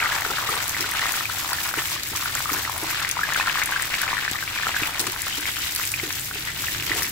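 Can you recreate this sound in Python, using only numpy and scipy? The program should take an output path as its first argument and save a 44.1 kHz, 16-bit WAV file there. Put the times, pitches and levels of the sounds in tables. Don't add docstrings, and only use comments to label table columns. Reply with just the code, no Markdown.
import sys
import numpy as np
from scipy import signal
from scipy.io import wavfile

SR = 44100
rng = np.random.default_rng(int(sys.argv[2]) if len(sys.argv) > 2 else 0)


def generate_wav(sig):
    pcm = np.round(np.clip(np.atleast_2d(sig).T, -1, 1) * 32767).astype(np.int16)
    wavfile.write(sys.argv[1], SR, pcm)


N = 313551
TIME = np.arange(N) / SR

# (time [s], level [dB], pitch [Hz], left over right [dB])
LOUD_SPITS = [(0.679, -15, 11300, 1.0), (0.8076, -11, 5340, 2.5), (0.9124, -13, 14000, -4),
              (1.12, -12.5, 14000, 7), (2.0323, -17, 4640, 2.5), (2.16, -15, 5900, -2),
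              (2.3509, -11, 7300, 0), (2.778, -18.5, 10500, 8), (3.0897, -11, 10200, 0),
              (3.112, -8, 6500, 4), (3.3346, -15, 6780, 1), (3.635, -14, 6700, 10),
              (3.6581, -13.5, 9800, 4.0), (3.822, -10.5, 8300, 1), (4.0158, -10, 11100, 3),
              (4.3127, -15.5, 8050, 5), (4.8707, -13, 14300, -2), (5.1208, -16, 13500, -3),
              (5.2183, -15, 7100, 7), (5.8526, -19, 7090, 2), (5.917, -13, 8900, 0), (6.126, -17, 5840, -3),
              (6.195, -17, 7610, 2.5), (7.031, -12, 5380, 0.5)]
# (time [s], level [dB], ring time [factor], brightness [dB per octave], rebound against the knock [dB])
SPATULA_KNOCKS = [(.261, -25.5, 0.64, 8, -8), (0.488, -24.5, 0.85, 13, -15), (.796, -28.5, 1.4, 0, -10),
                  (1.774, -22.5, 0.51, 0, -20), (2.114, -33, 1.3, -1, -39), (2.513, -25, 1.3, -4, -12),
                  (2.822, -24, 1, 0, -12), (4.815, -22.5, 0.55, -15, -44), (4.998, -26, 1, -5, -13),
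                  (5.073, -27, 0.85, -12, -24), (5.376, -30, .9, -8, -14), (6.03, -22, .7, 0, -9),
                  (6.355, -30, 0.47, 8, -14), (6.904, -23.5, 1.2, -4, -18), (6.956, -27.5, 1.4, 10, -8)]
# (time [s], squelch level [dB], fizz level [dB])
LEAF_PUSHES = [(.2, -34.5, -33), (.54, -36, -32), (1.05, -37.5, -28.5), (1.52, -41, -30), (1.78, -48, -30),
               (2.08, -62, -30.5), (2.46, -53, -29.5), (2.76, -38, -34.5), (5.02, -41.5, -37),
               (5.46, -69, -30), (5.76, -76, -30), (6.1, -55, -33), (6.55, -64, -30), (6.93, -64, -33)]


def bubbling(level_db, pitch_hz, per_s=620, spread_db=5.0, top_db=10.5, pitch_spread=0.35, cycles=1.25, count=10000):
    out = np.zeros((2, N))
    starts = rng.integers(0, N, count)
    live = rng.random(count) < per_s * TIME[-1] / count
    sizes = amp(np.minimum(spread_db * rng.exponential(1, count), top_db))
    traits = rng.standard_normal((count, 4))
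    live &= traits[:, 0] > -2
    for at, gain, (tone, ring, place, side) in zip(starts[live], sizes[live], traits[live]):
        hz = pitch_hz[at] * np.exp(pitch_spread * tone)
        bubble = ping(hz, cycles * np.exp(0.5 * ring), glide=0.055, lag=.00008 + .00007 * place)
        add(out, at / SR, gain * panned(3 * side) * bubble)
    return amp(level_db) * evened(out)


def plops(boil_db, pitch_hz):
    # (time [s], level before a 2 dB cut [dB], pitch [Hz], left over right [dB], ring length [cycles])
    large_bubbles = [(0.0235, -13, 1550, -5, 3.9), (0.028, -12, 2190, -3, 3.5), (0.0388, -19, 1214, 1, 10),
                     (0.0443, -15, 1420, -5, 4.8), (0.0582, -13, 1990, 3, 4.1), (0.064, -13.5, 1320, 0, 3),
                     (0.0915, -15, 1470, -1, 2.8), (0.1165, -17, 1690, 0, 4), (0.1214, -14.5, 1800, 2, 2.7),
                     (0.2204, -13, 1900, 1, 2), (0.2503, -13, 1520, -3, 2.5), (0.3017, -19, 1330, 1, 6.3),
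                     (0.3345, -20, 1560, -4, 4.6), (0.3725, -17, 1570, 1, 1.9), (0.3834, -14, 1520, 4, 1.7),
                     (0.3886, -17.5, 1200, 0, 2.3), (0.4897, -14, 1220, -2, 4.4),
                     (0.5373, -19, 1260, -1, 3.6), (0.7463, -14.5, 2000, -5, 3.7),
                     (0.7668, -13, 1680, -2, 1.5), (0.8136, -21.5, 1730, 4, 1.3),
                     (0.8425, -17, 1410, -4, 1.3), (0.9193, -17, 1950, -2, 3.3),
                     (0.9862, -15, 2800, -12, 1.6), (0.9957, -16, 1670, -3, 1.6),
                     (1.0187, -12.5, 1930, -1, 4.9), (1.037, -18, 1990, 4, 5.5),
                     (1.0563, -11, 1340, 4, 1.4), (1.0924, -16, 1820, 1, 1.8), (1.1392, -15.5, 1490, 2, 3),
                     (1.208, -18, 1250, 2, 2), (1.2546, -15, 2440, 4, 4.9), (1.2988, -17, 1380, 1, 2.9),
                     (1.4465, -19, 1160, 0, 1.9), (1.5192, -19.0, 1000, 0, 1.8),
                     (1.5305, -14.5, 1460, -7, 1.8), (1.5429, -19, 1740, -2, 1.8),
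                     (1.5851, -16, 1700, -1, 3.1), (1.6913, -21, 1340, 1, 1.6),
                     (1.7397, -16, 1420, -1, 1.8), (1.7891, -13, 1860, -2, 3.2),
                     (1.9633, -19.5, 1150, 1, 2.3), (2.2575, -14.5, 1440, -3, 3.1),
                     (2.2946, -20, 1840, -1, 2.2), (2.3542, -16, 1470, -6, 1.8),
                     (2.3727, -17, 1930, 1, 2.1), (2.4044, -17.5, 1200, 2, 1.2),
                     (2.4567, -18.5, 1200, 6, 3.8), (2.493, -16.5, 1225, 3, 4.3),
                     (2.5015, -14.5, 2030, 3, 1.5), (2.5485, -19, 1220, 1, 1.4),
                     (2.5671, -20, 1700, 0, 4.2), (2.6506, -16, 1930, -1, 2.5),
                     (2.676, -18.5, 1260, -3, 2.9), (2.6958, -16.5, 1040, 4, 2),
                     (2.9181, -20.0, 2250, 6, 3.3), (3.0485, -9, 1920, 2, 2), (3.0779, -18, 2200, 2, 1.7),
                     (3.0992, -18, 2280, 9, 1.8), (3.1695, -19, 980, 5, 2.5), (3.1913, -14.5, 1290, 4, 3.1),
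                     (3.2146, -18, 1420, 5, 3), (3.2335, -10.0, 1670, 1, 6.1), (3.2916, -17, 1940, 7, 1.5),
                     (3.3223, -13.5, 1690, 5, 1.8), (3.3464, -13.0, 2210, 2, 1.8),
                     (3.3606, -11, 1500, 5, 3.9), (3.398, -16, 1000, 3, 2), (3.3988, -13, 2490, -4, 6.1),
                     (3.4097, -14.5, 1780, 0, 6.4), (3.4598, -20, 1740, 2, 1.8),
                     (3.4732, -12.0, 1370, 2, 2), (3.4809, -15, 1720, 3, 2.2), (3.4967, -8.5, 2600, 3, 1.7),
                     (3.6178, -12.5, 1800, 8, 1.6), (3.6238, -13, 2210, 13, 2.9),
                     (3.7223, -13, 1570, 3, 5.1), (3.7612, -12.5, 1560, 2, 4.4),
                     (3.7973, -12, 1750, 4, 1.4), (3.828, -16, 1860, 6, 2.1), (3.9411, -7, 2250, 3, 1.5),
                     (3.9836, -18, 1800, 1, 3.3), (4.0151, -16, 1680, 1, 3.8),
                     (4.0345, -11.5, 1580, 1, 3.5), (4.0795, -14, 2040, 10, 2.2), (4.13, -16, 1100, 6, 2.4),
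                     (4.1691, -14.5, 1750, 7, 2.3), (4.1795, -17.5, 1800, 12, 3.4),
                     (4.2503, -16, 1870, 10, 2.2), (4.279, -11, 1690, 2, 2.8), (4.3574, -18, 1800, 4, 2.5),
                     (4.3881, -16.5, 1970, 2, 1.8), (4.4264, -20, 1540, 2, 5.5),
                     (4.4772, -15.5, 2290, 5, 1.9), (4.5759, -17, 2330, 0, 6.4),
                     (4.5879, -17, 1730, 7, 2.5), (4.5994, -17, 1380, 5, 1.2),
                     (4.6333, -14.0, 1670, 1, 3.4), (4.6683, -11.5, 1310, 1, 2.4),
                     (4.7457, -14, 1680, 3, 2), (4.765, -10, 1630, -3, 4.3), (4.7806, -23, 1800, -2, 2.5),
                     (4.8332, -7, 2440, 0, 2), (4.9457, -18, 2200, -1, 3), (5.0428, -20, 1900, 4, 1.7),
                     (5.1623, -19.5, 1500, 5, 1.4), (5.2682, -19, 1310, 3, 1.4),
                     (5.3077, -20, 2710, 1, 1.8), (5.4553, -13, 2150, 2, 2.2), (5.5683, -22, 1560, 9, 2.1),
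                     (5.7974, -17.5, 1400, 0, 1.6), (5.8358, -14.5, 2380, -1, 1.6),
                     (5.9397, -10.5, 2440, -4, 3.3), (5.9982, -14.5, 2140, 5, 2.6),
                     (6.1059, -16.5, 1740, 1, 1.4), (6.3118, -19.5, 1470, -2, 1.9),
                     (6.6406, -20, 1380, 1, 1.8), (6.6692, -15.5, 2630, -3, 2.8),
                     (6.6833, -16, 1860, -2, 3.3), (6.7992, -14, 2830, 0, 2),
                     (6.8243, -15.5, 2550, -4, 1.8), (6.8968, -14, 1980, 6, 1),
                     (6.9165, -10, 1920, -8, 4.4), (7.0214, -15.5, 1700, 0, 1.2),
                     (7.0463, -16.5, 2130, -10, 1.8)]
    lesser_cycles = 1.6
    snap_db, snap_cycles = -7.5, 0.96
    out = np.zeros((2, N))
    lesser = by_chance(24, boil_db + 6.5, .97 * pitch_hz, spread_db=4.0, pitch_spread=0.39, count=300)
    events = list(large_bubbles) + [(*row, lesser_cycles) for row in lesser]
    for s, db, hz, side_db, cycles in events:
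        ring = ping(hz, cycles, glide=0.0052, lag=.00008)
        snap = amp(snap_db) * ping(hz, snap_cycles, glide=0, lag=.00008)
        add(out, s, amp(db - 2.0) * panned(side_db) * bowl(ring + snap))
    return out


def sizzle(surging_db, mean_boil_db, fizz_db):
    # (frequency [Hz], relative level [dB])
    colour = [(100, -24.5), (500, -17), (1000, -8), (2000, 4), (2800, 2), (3800, 2.5), (5000, -1),
              (6500, -4.5), (7800, -4.5), (9000, -12.5), (16000, -12)]
    base_db, boil_share, flare_share = -31, 0.43, 0.12
    level_db = base_db + boil_share * (surging_db - mean_boil_db)
    level_db = level_db + flare_share * (fizz_db - fizz_db.mean())
    bursts = crackle(per_s=4500, spread_db=3.5, top_db=16.5, burst_s=0.00067, clump_db=2.0, clump_per_s=150,
                     spray_db=-18.5, spray_s=0.012)
    return amp(level_db) * coloured(bursts, colour)


def fizz(fizz_db):
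    # (frequency [Hz], relative level [dB])
    colour = [(500, -56), (3000, -24), (5000, -1), (7800, -1.5), (9200, -7), (10500, -5), (12000, -2.5),
              (14000, 1.5), (15700, -2.5)]
    sputter_db, sputters_per_s = 2, 30
    bursts = crackle(per_s=1700, spread_db=5.5, top_db=23, burst_s=0.00017, clump_db=1.5, clump_per_s=100,
                     spray_db=-15, spray_s=0.0087)
    return amp(fizz_db - 1.0 + sputter_db * wander(sputters_per_s)) * coloured(bursts, colour)


def beads(fizz_db):
    bead_hz = 10360
    return bubbling(fizz_db - 7.5, np.full(N, bead_hz), per_s=450, spread_db=5.5, top_db=14,
                    pitch_spread=0.313, cycles=3.3, count=4000)


def flares():
    # (time [s], half length [s])
    dips = [(1.992, 0.04), (3.077, 0.022), (3.15, .035), (5.996, 0.019), (6.53, 0.097)]
    rest_db, lull_db = -37.5, -6
    lag_s, rise_s, fade_s = 0.12, 0.26, 0.17
    spatter_db, spatter_s = -40, 0.023
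    power = amp(rest_db) ** 2
    for s, _, db in LEAF_PUSHES:
        age = TIME - s - lag_s
        flare = np.exp(np.minimum(age / rise_s, -age / fade_s))
        power = power + (amp(db) * flare) ** 2
    for s, db, *_ in LOUD_SPITS:
        trail = (TIME > s) * np.exp(-abs(TIME - s) / spatter_s)
        power = power + (amp(db + spatter_db) * trail) ** 2
    lull = sum(np.exp(-((TIME - s) / half_s) ** 2) for s, half_s in dips)
    return 10 * np.log10(power) + lull_db * lull


def spits(spray_db=1.0, spray_s=0.00096, spray_above_hz=4500, size=700):
    out, t = np.zeros((2, N)), np.arange(size) / SR
    lesser = by_chance(2.8, -17, 7850, spread_db=8.0, pitch_spread=0.73)
    high_pass = signal.butter(2, spray_above_hz, "high", fs=SR)
    for s, db, hz, side_db in [*LOUD_SPITS, *lesser]:
        hiss = signal.lfilter(*high_pass, rng.standard_normal((2, size)))
        spray = amp(spray_db) * hiss * np.exp(-t / spray_s)
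        snap = bowl(ping(hz, 2.9, glide=0, lag=0.0001, size=size) + spray)
        add(out, s + .001, amp(db) * panned(side_db) * snap)
    return out


def slosh(boil_db):
    # (frequency [Hz], relative level [dB])
    colour = [(150, -23), (400, -17.5), (700, 1.5), (950, 5), (1400, -2), (3000, -38), (8000, -58)]
    push_s, under_boil_db = 0.12, -21.5
    squishes = crackle(per_s=500, spread_db=3.0, top_db=25.0, burst_s=0.00084, clump_db=2.5, clump_per_s=60)
    power = amp(boil_db + under_boil_db) ** 2
    for s, db, _ in LEAF_PUSHES:
        power = power + amp(db) ** 2 * np.exp(-((TIME - s) / push_s) ** 2)
    return np.sqrt(power) * coloured(squishes + .5 * squishes[::-1], colour)


def ticks(size=64):
    # (frequency [Hz], gain [dB])
    colour = [(300, -24), (1200, -8), (3000, -3), (7000, -3), (16000, -1)]
    out = np.zeros((2, N))
    click = signal.unit_impulse(size) * np.ones((2, 1))
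    for s, db, _, side_db in by_chance(36, -22, 1, spread_db=6, pitch_spread=0, side_spread_db=6, count=600):
        add(out, s, amp(db) * panned(side_db) * click)
    return filtered(out, colour)


def puff():
    start_s, peak_db, swing_s = 4.3148, -23.5, 0.00085
    age = np.maximum(TIME - start_s, 0) / swing_s
    swing = age * (2 - age) * np.exp(-age)
    return amp(peak_db) * swing / swing.max()


def knocks(size=12000):
    # (frequency [Hz], level [dB], t60 before the knock's ring factor [s])
    modes = [(184, -14, 0.1), (289, 4, 0.065), (323.3, 0.5, 0.18), (378, -0.5, 0.14), (444.5, 0.5, 0.098),
             (512, -3, 0.04), (745, -4.5, 0.04), (960, -45, 0.11)]
    contact_s, rebound_s, rebound_contact_s = 0.0021, .039, 0.0085
    out, t = np.zeros((2, N)), np.arange(size) / SR
    hz, mode_db, t60 = np.transpose(modes)[:, :, None]
    for s, db, free, bright_db, rebound_db in SPATULA_KNOCKS:
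        tilt_db = bright_db * np.log2(hz / hz[0])
        level_db = mode_db + tilt_db - 60 * t / (t60 * max(free, .2))
        blows = [(0, db, contact_s), (rebound_s, db + rebound_db, rebound_contact_s)]
        for delay, blow_db, onset_s in blows:
            detune = 1 + 0.05 * rng.standard_normal(hz.shape)
            phase = rng.uniform(0, 2 * np.pi, hz.shape)
            partials = amp(level_db) * np.sin(2 * np.pi * hz * detune * t + phase)
            ring = partials.sum(0) * (1 - np.exp(-t / onset_s))
            add(out, s + delay, amp(blow_db) * ring / abs(ring).max())
    return amp(-1.5) * out


def grating():
    # (frequency [Hz], relative level [dB])
    colour = [(100, -7), (250, -3), (480, -5), (800, -2), (2000, -12), (8000, -14)]
    under_knock_db, fade_s = -17, 0.013
    level = sum(amp(db) * (TIME >= s) * np.exp(-abs(TIME - s) / fade_s) for s, db, *_ in SPATULA_KNOCKS)
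    noise = rng.standard_normal(N) + .3 * rng.standard_normal((2, N))
    return amp(under_knock_db) * level * coloured(noise, colour)


def thumps(size=5000):
    thump_hz, thump_db, fade_s = 132, -27.5, 0.014
    hard_knock_db = -19.5
    out, t = np.zeros((2, N)), np.arange(size) / SR
    tone = np.sin(2 * np.pi * thump_hz * t) * np.exp(-t / fade_s)
    for s, db, *_ in SPATULA_KNOCKS:
        add(out, s, amp(thump_db + 2 * (db - hard_knock_db)) * tone)
    return out


def scrapes():
    # (time [s], length [s], hiss level [dB], grinding body against the hiss [dB])
    strokes = [(1.775, 0.035, -27.5, 0), (1.925, 0.027, -25, -13), (4.994, 0.016, -16.5, -18),
               (5.066, 0.011, -20, -6.5), (5.372, 0.017, -24, -14), (6.031, 0.014, -38.5, 5),
               (6.895, 0.06, -41, 8.5), (6.96, 0.06, -28, -3)]
    # (frequency [Hz], relative level [dB])
    hiss_colour = [(300, -7), (1500, -6), (3800, 8), (6000, 6), (8000, 5), (10000, 1), (16000, 3)]
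    # (frequency [Hz], relative level [dB])
    body_colour = [(100, -25), (350, -19), (600, -4), (1000, 11), (1900, 3), (3000, 8), (8000, -27)]
    out = np.zeros((2, N))
    slips = crackle(per_s=1200, spread_db=5.5, top_db=6, burst_s=0.00019, clump_db=2.0, clump_per_s=350)
    hiss = coloured(slips, hiss_colour)
    body = coloured(slips + 1.9 * slips[::-1], body_colour)
    for s, length, db, body_db in strokes:
        stroke = np.sqrt(np.maximum(1 - (2 * (TIME - s) / length - 1) ** 2, 0))
        out += amp(db) * stroke * (hiss + amp(body_db) * body)
    return out


def squeals():
    # (time [s], length [s], level [dB], first pitch [Hz], last pitch [Hz])
    strokes = [(5.314, 0.045, -32.5, 2850, 3340), (5.405, 0.035, -35, 2350, 2050),
               (5.455, 0.05, -30.5, 2120, 1900), (5.54, 0.16, -37, 3154, 2660),
               (6.343, 0.028, -34, 2600, 2800), (6.462, 0.049, -33, 1983, 1903),
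               (6.968, 0.02, -31, 3100, 3700)]
    return rubbing(strokes, width_hz=160, apart=2.7, rough_db=3.5)


def drags():
    # (time [s], length [s], level [dB], first pitch [Hz], last pitch [Hz])
    strokes = [(.29, 0.063, -37, 394, 484), (.5, .09, -41, 478, 433), (.81, .07, -41, 374, 400),
               (2.53, 0.076, -42.5, 359, 320), (5.0, 0.11, -43, 441, 340), (6.9, 0.14, -43, 403, 429)]
    return rubbing(strokes, width_hz=99, apart=0.27, rough_db=0.5)


def rubbing(strokes, width_hz, apart, rough_db, slips_per_s=500):
    out = np.zeros((2, N))
    r = np.exp(-np.pi * width_hz / SR)
    noise = rng.standard_normal((2, 1, N)) + apart * rng.standard_normal((2, 2, N))
    slow_noise = signal.lfilter([1 - r], [1, -r], noise)
    fuzz = evened(slow_noise * amp(rough_db * wander(slips_per_s)))
    for s, length, db, first_hz, last_hz in strokes:
        span = slice(round(s * SR), round((s + length) * SR))
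        hz = np.linspace(first_hz, last_hz, len(TIME[span]))
        turn = 2 * np.pi * np.cumsum(hz) / SR
        tone = fuzz[0, :, span] * np.cos(turn) + fuzz[1, :, span] * np.sin(turn)
        add(out, s, amp(db) * tone * signal.windows.tukey(len(hz), .5))
    return out


def flame():
    # (time [s], level before a 1.5 dB lift [dB])
    roar = [(0, -45.5), (5.7, -45), (6.45, -44), (6.77, -39.5), (7.11, -41.5)]
    # (frequency [Hz], relative level [dB])
    colour = [(15, -19), (30, -7), (50, -7), (78, -0.5), (115, -0.5), (160, -5.5), (220, -14), (320, -8),
              (500, -20), (1000, -22), (4000, -70)]
    noise = rng.standard_normal(N) + 0.067 * rng.standard_normal((2, N))
    return amp(follow(roar)[0] + 1.5) * coloured(noise, colour)


def kitchen(x, room_db=-11, size=16000):
    # (frequency [Hz], t60 [s])
    decay = [(200, 0.16), (1500, 0.16), (6000, 0.11), (15000, 0.14)]
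    taps = rng.standard_normal((2, size)) * (rng.random((2, size)) < .1) * (TIME[:size] > .005)
    hz, t, z = signal.stft(taps, SR, nperseg=256)
    fade = amp(-60 * t / read(decay, hz)[:, None])
    tail = signal.istft(z * fade, SR, nperseg=256)[1][:, :size]
    return x + convolve(x, amp(room_db) * tail / np.linalg.norm(tail[0]))


def bowl(x, count=8, size=260):
    echoes = np.zeros((2, size))
    places = rng.integers(size // 8, size, (2, count))
    np.put_along_axis(echoes, places, rng.choice([-1, 1], (2, count)), 1)
    echo_db = -10
    return x + amp(echo_db) * convolve(x, echoes / np.sqrt(count))


def crackle(per_s, spread_db, top_db, burst_s, clump_db, clump_per_s, spray_db=-17, spray_s=0.0031, size=800):
    t = np.arange(size) / SR
    live = rng.random(N) < per_s / SR
    db = np.minimum(spread_db * rng.exponential(1, N), top_db) + clump_db * wander(clump_per_s)
    side_db = rng.normal(0, 1.9, N)
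    fade = np.exp(-t / burst_s) + amp(spray_db) * np.exp(-t / spray_s)
    hits = live * amp([db + side_db, db - side_db])
    power = convolve(hits ** 2, fade ** 2)
    return np.sqrt(abs(power)) * rng.standard_normal((2, N))


def ping(hz, cycles, glide, lag, size=900):
    turns = hz * np.maximum(np.arange(size) / SR - np.array([[0], [lag]]), 0)
    age = turns / max(cycles, .3)
    swell = 2 * age * np.exp(1 - 2 * age)
    return swell * np.sin(2 * np.pi * turns * (1 + glide * np.minimum(age, 4)))


def by_chance(per_s, level_db, pitch_hz, spread_db, pitch_spread, side_spread_db=3, count=120):
    at, luck = rng.integers(0, N, count), rng.permutation(count)
    size, tone, side = rng.uniform(-0.89, 1, (3, count))
    db = np.broadcast_to(level_db, N)[at] + spread_db * size
    hz = np.broadcast_to(pitch_hz, N)[at] * np.exp(pitch_spread * tone)
    rows = np.transpose([at / SR, db, hz, side_spread_db * side])
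    return rows[luck < per_s * TIME[-1]]


def wander(per_s):
    return evened(np.interp(TIME * per_s, np.arange(4000), rng.standard_normal(4000)))


def amp(db):
    return 10 ** (np.asarray(db) / 20)


def evened(x):
    return x / np.sqrt(np.mean(x ** 2) + 1e-20)


def read(points, hz):
    f, value = np.transpose(points)
    return np.interp(np.log(hz + 1), np.log(f), value)


def follow(table):
    s, *columns = np.transpose(table)
    return [np.interp(TIME, s, c) for c in columns]


def panned(db):
    return amp(np.array([[db], [-db]]) / 2)


def add(mix, s, sound):
    part = mix[:, max(round(s * SR), 0):][:, :sound.shape[-1]]
    part += sound[..., :part.shape[1]]


def convolve(x, response):
    return signal.oaconvolve(x, np.atleast_2d(response), axes=1)[:, :x.shape[1]]


def filtered(x, spectrum, size=4096):
    log_gain = np.log(amp(read(spectrum, abs(np.fft.fftfreq(size, 1 / SR)))))
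    response = np.fft.ifft(np.exp(np.conj(signal.hilbert(log_gain)))).real
    return convolve(x, response[:size // 2])


def coloured(x, spectrum):
    return evened(filtered(x, spectrum))


def scene():
    # (time [s], level [dB])
    boil = [(0, -25.5), (.17, -29), (.35, -29.5), (.55, -28.5), (.68, -32), (.86, -29), (1.02, -28.5),
            (1.25, -35), (1.8, -31.5), (2.05, -34.5), (2.35, -33.5), (2.55, -30.5), (2.78, -36), (2.9, -29),
            (3.12, -30.5), (3.5, -25), (3.78, -27.5), (3.89, -29), (4.03, -26), (4.38, -34), (4.55, -29),
            (4.78, -27), (5.08, -35.5), (5.46, -31.5), (5.7, -32.5), (6.05, -34.5), (6.3, -39.5),
            (6.65, -32.5), (6.8, -35.5), (6.93, -28), (7.11, -35)]
    # (time [s], pitch [Hz])
    bubble_pitch = [(0, 1740), (2.1, 1736), (2.7, 1560), (3.1, 1780), (5.05, 1880), (5.55, 2280),
                    (7.11, 2080)]
    surge_db, surges_per_s = 2, 40
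    boil_db, pitch_hz, fizz_db = follow(boil)[0], follow(bubble_pitch)[0], flares()
    surging_db = boil_db + surge_db * wander(surges_per_s)
    wok = bubbling(surging_db - 3.3, pitch_hz) + plops(boil_db, pitch_hz)
    wok += sizzle(surging_db, boil_db.mean(), fizz_db) + fizz(fizz_db) + beads(fizz_db)
    wok += spits() + slosh(boil_db) + ticks() + scrapes() + squeals()
    low = knocks() + grating() + thumps() + drags() + puff()
    return kitchen(wok) + kitchen(low, room_db=-23.0) + flame()


def record(dry):
    # (frequency [Hz], difference [dB])
    port_difference = [(60, 0.5), (350, 0), (830, 7), (1300, 2.5), (2800, 1.5), (3900, 3), (5600, 0.5),
                       (6600, 0.5), (7700, 6.5), (8900, 0), (10200, 6.5), (12200, 0), (15000, 1.5)]
    ceiling, cut_hz = .52, 15800
    ports = []
    for side, sign in zip(dry, (1, -1)):
        half_difference = [(hz, sign * db / 2) for hz, db in port_difference]
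        ports.append(filtered(side[None], half_difference))
    rounded = ceiling * np.tanh(np.vstack(ports) / ceiling)
    low_pass = signal.firwin(401, cut_hz, window=("kaiser", 9), fs=SR)
    return signal.oaconvolve(rounded, low_pass[None], "same", axes=1)


dry = scene()
out = record(dry)
generate_wav(out)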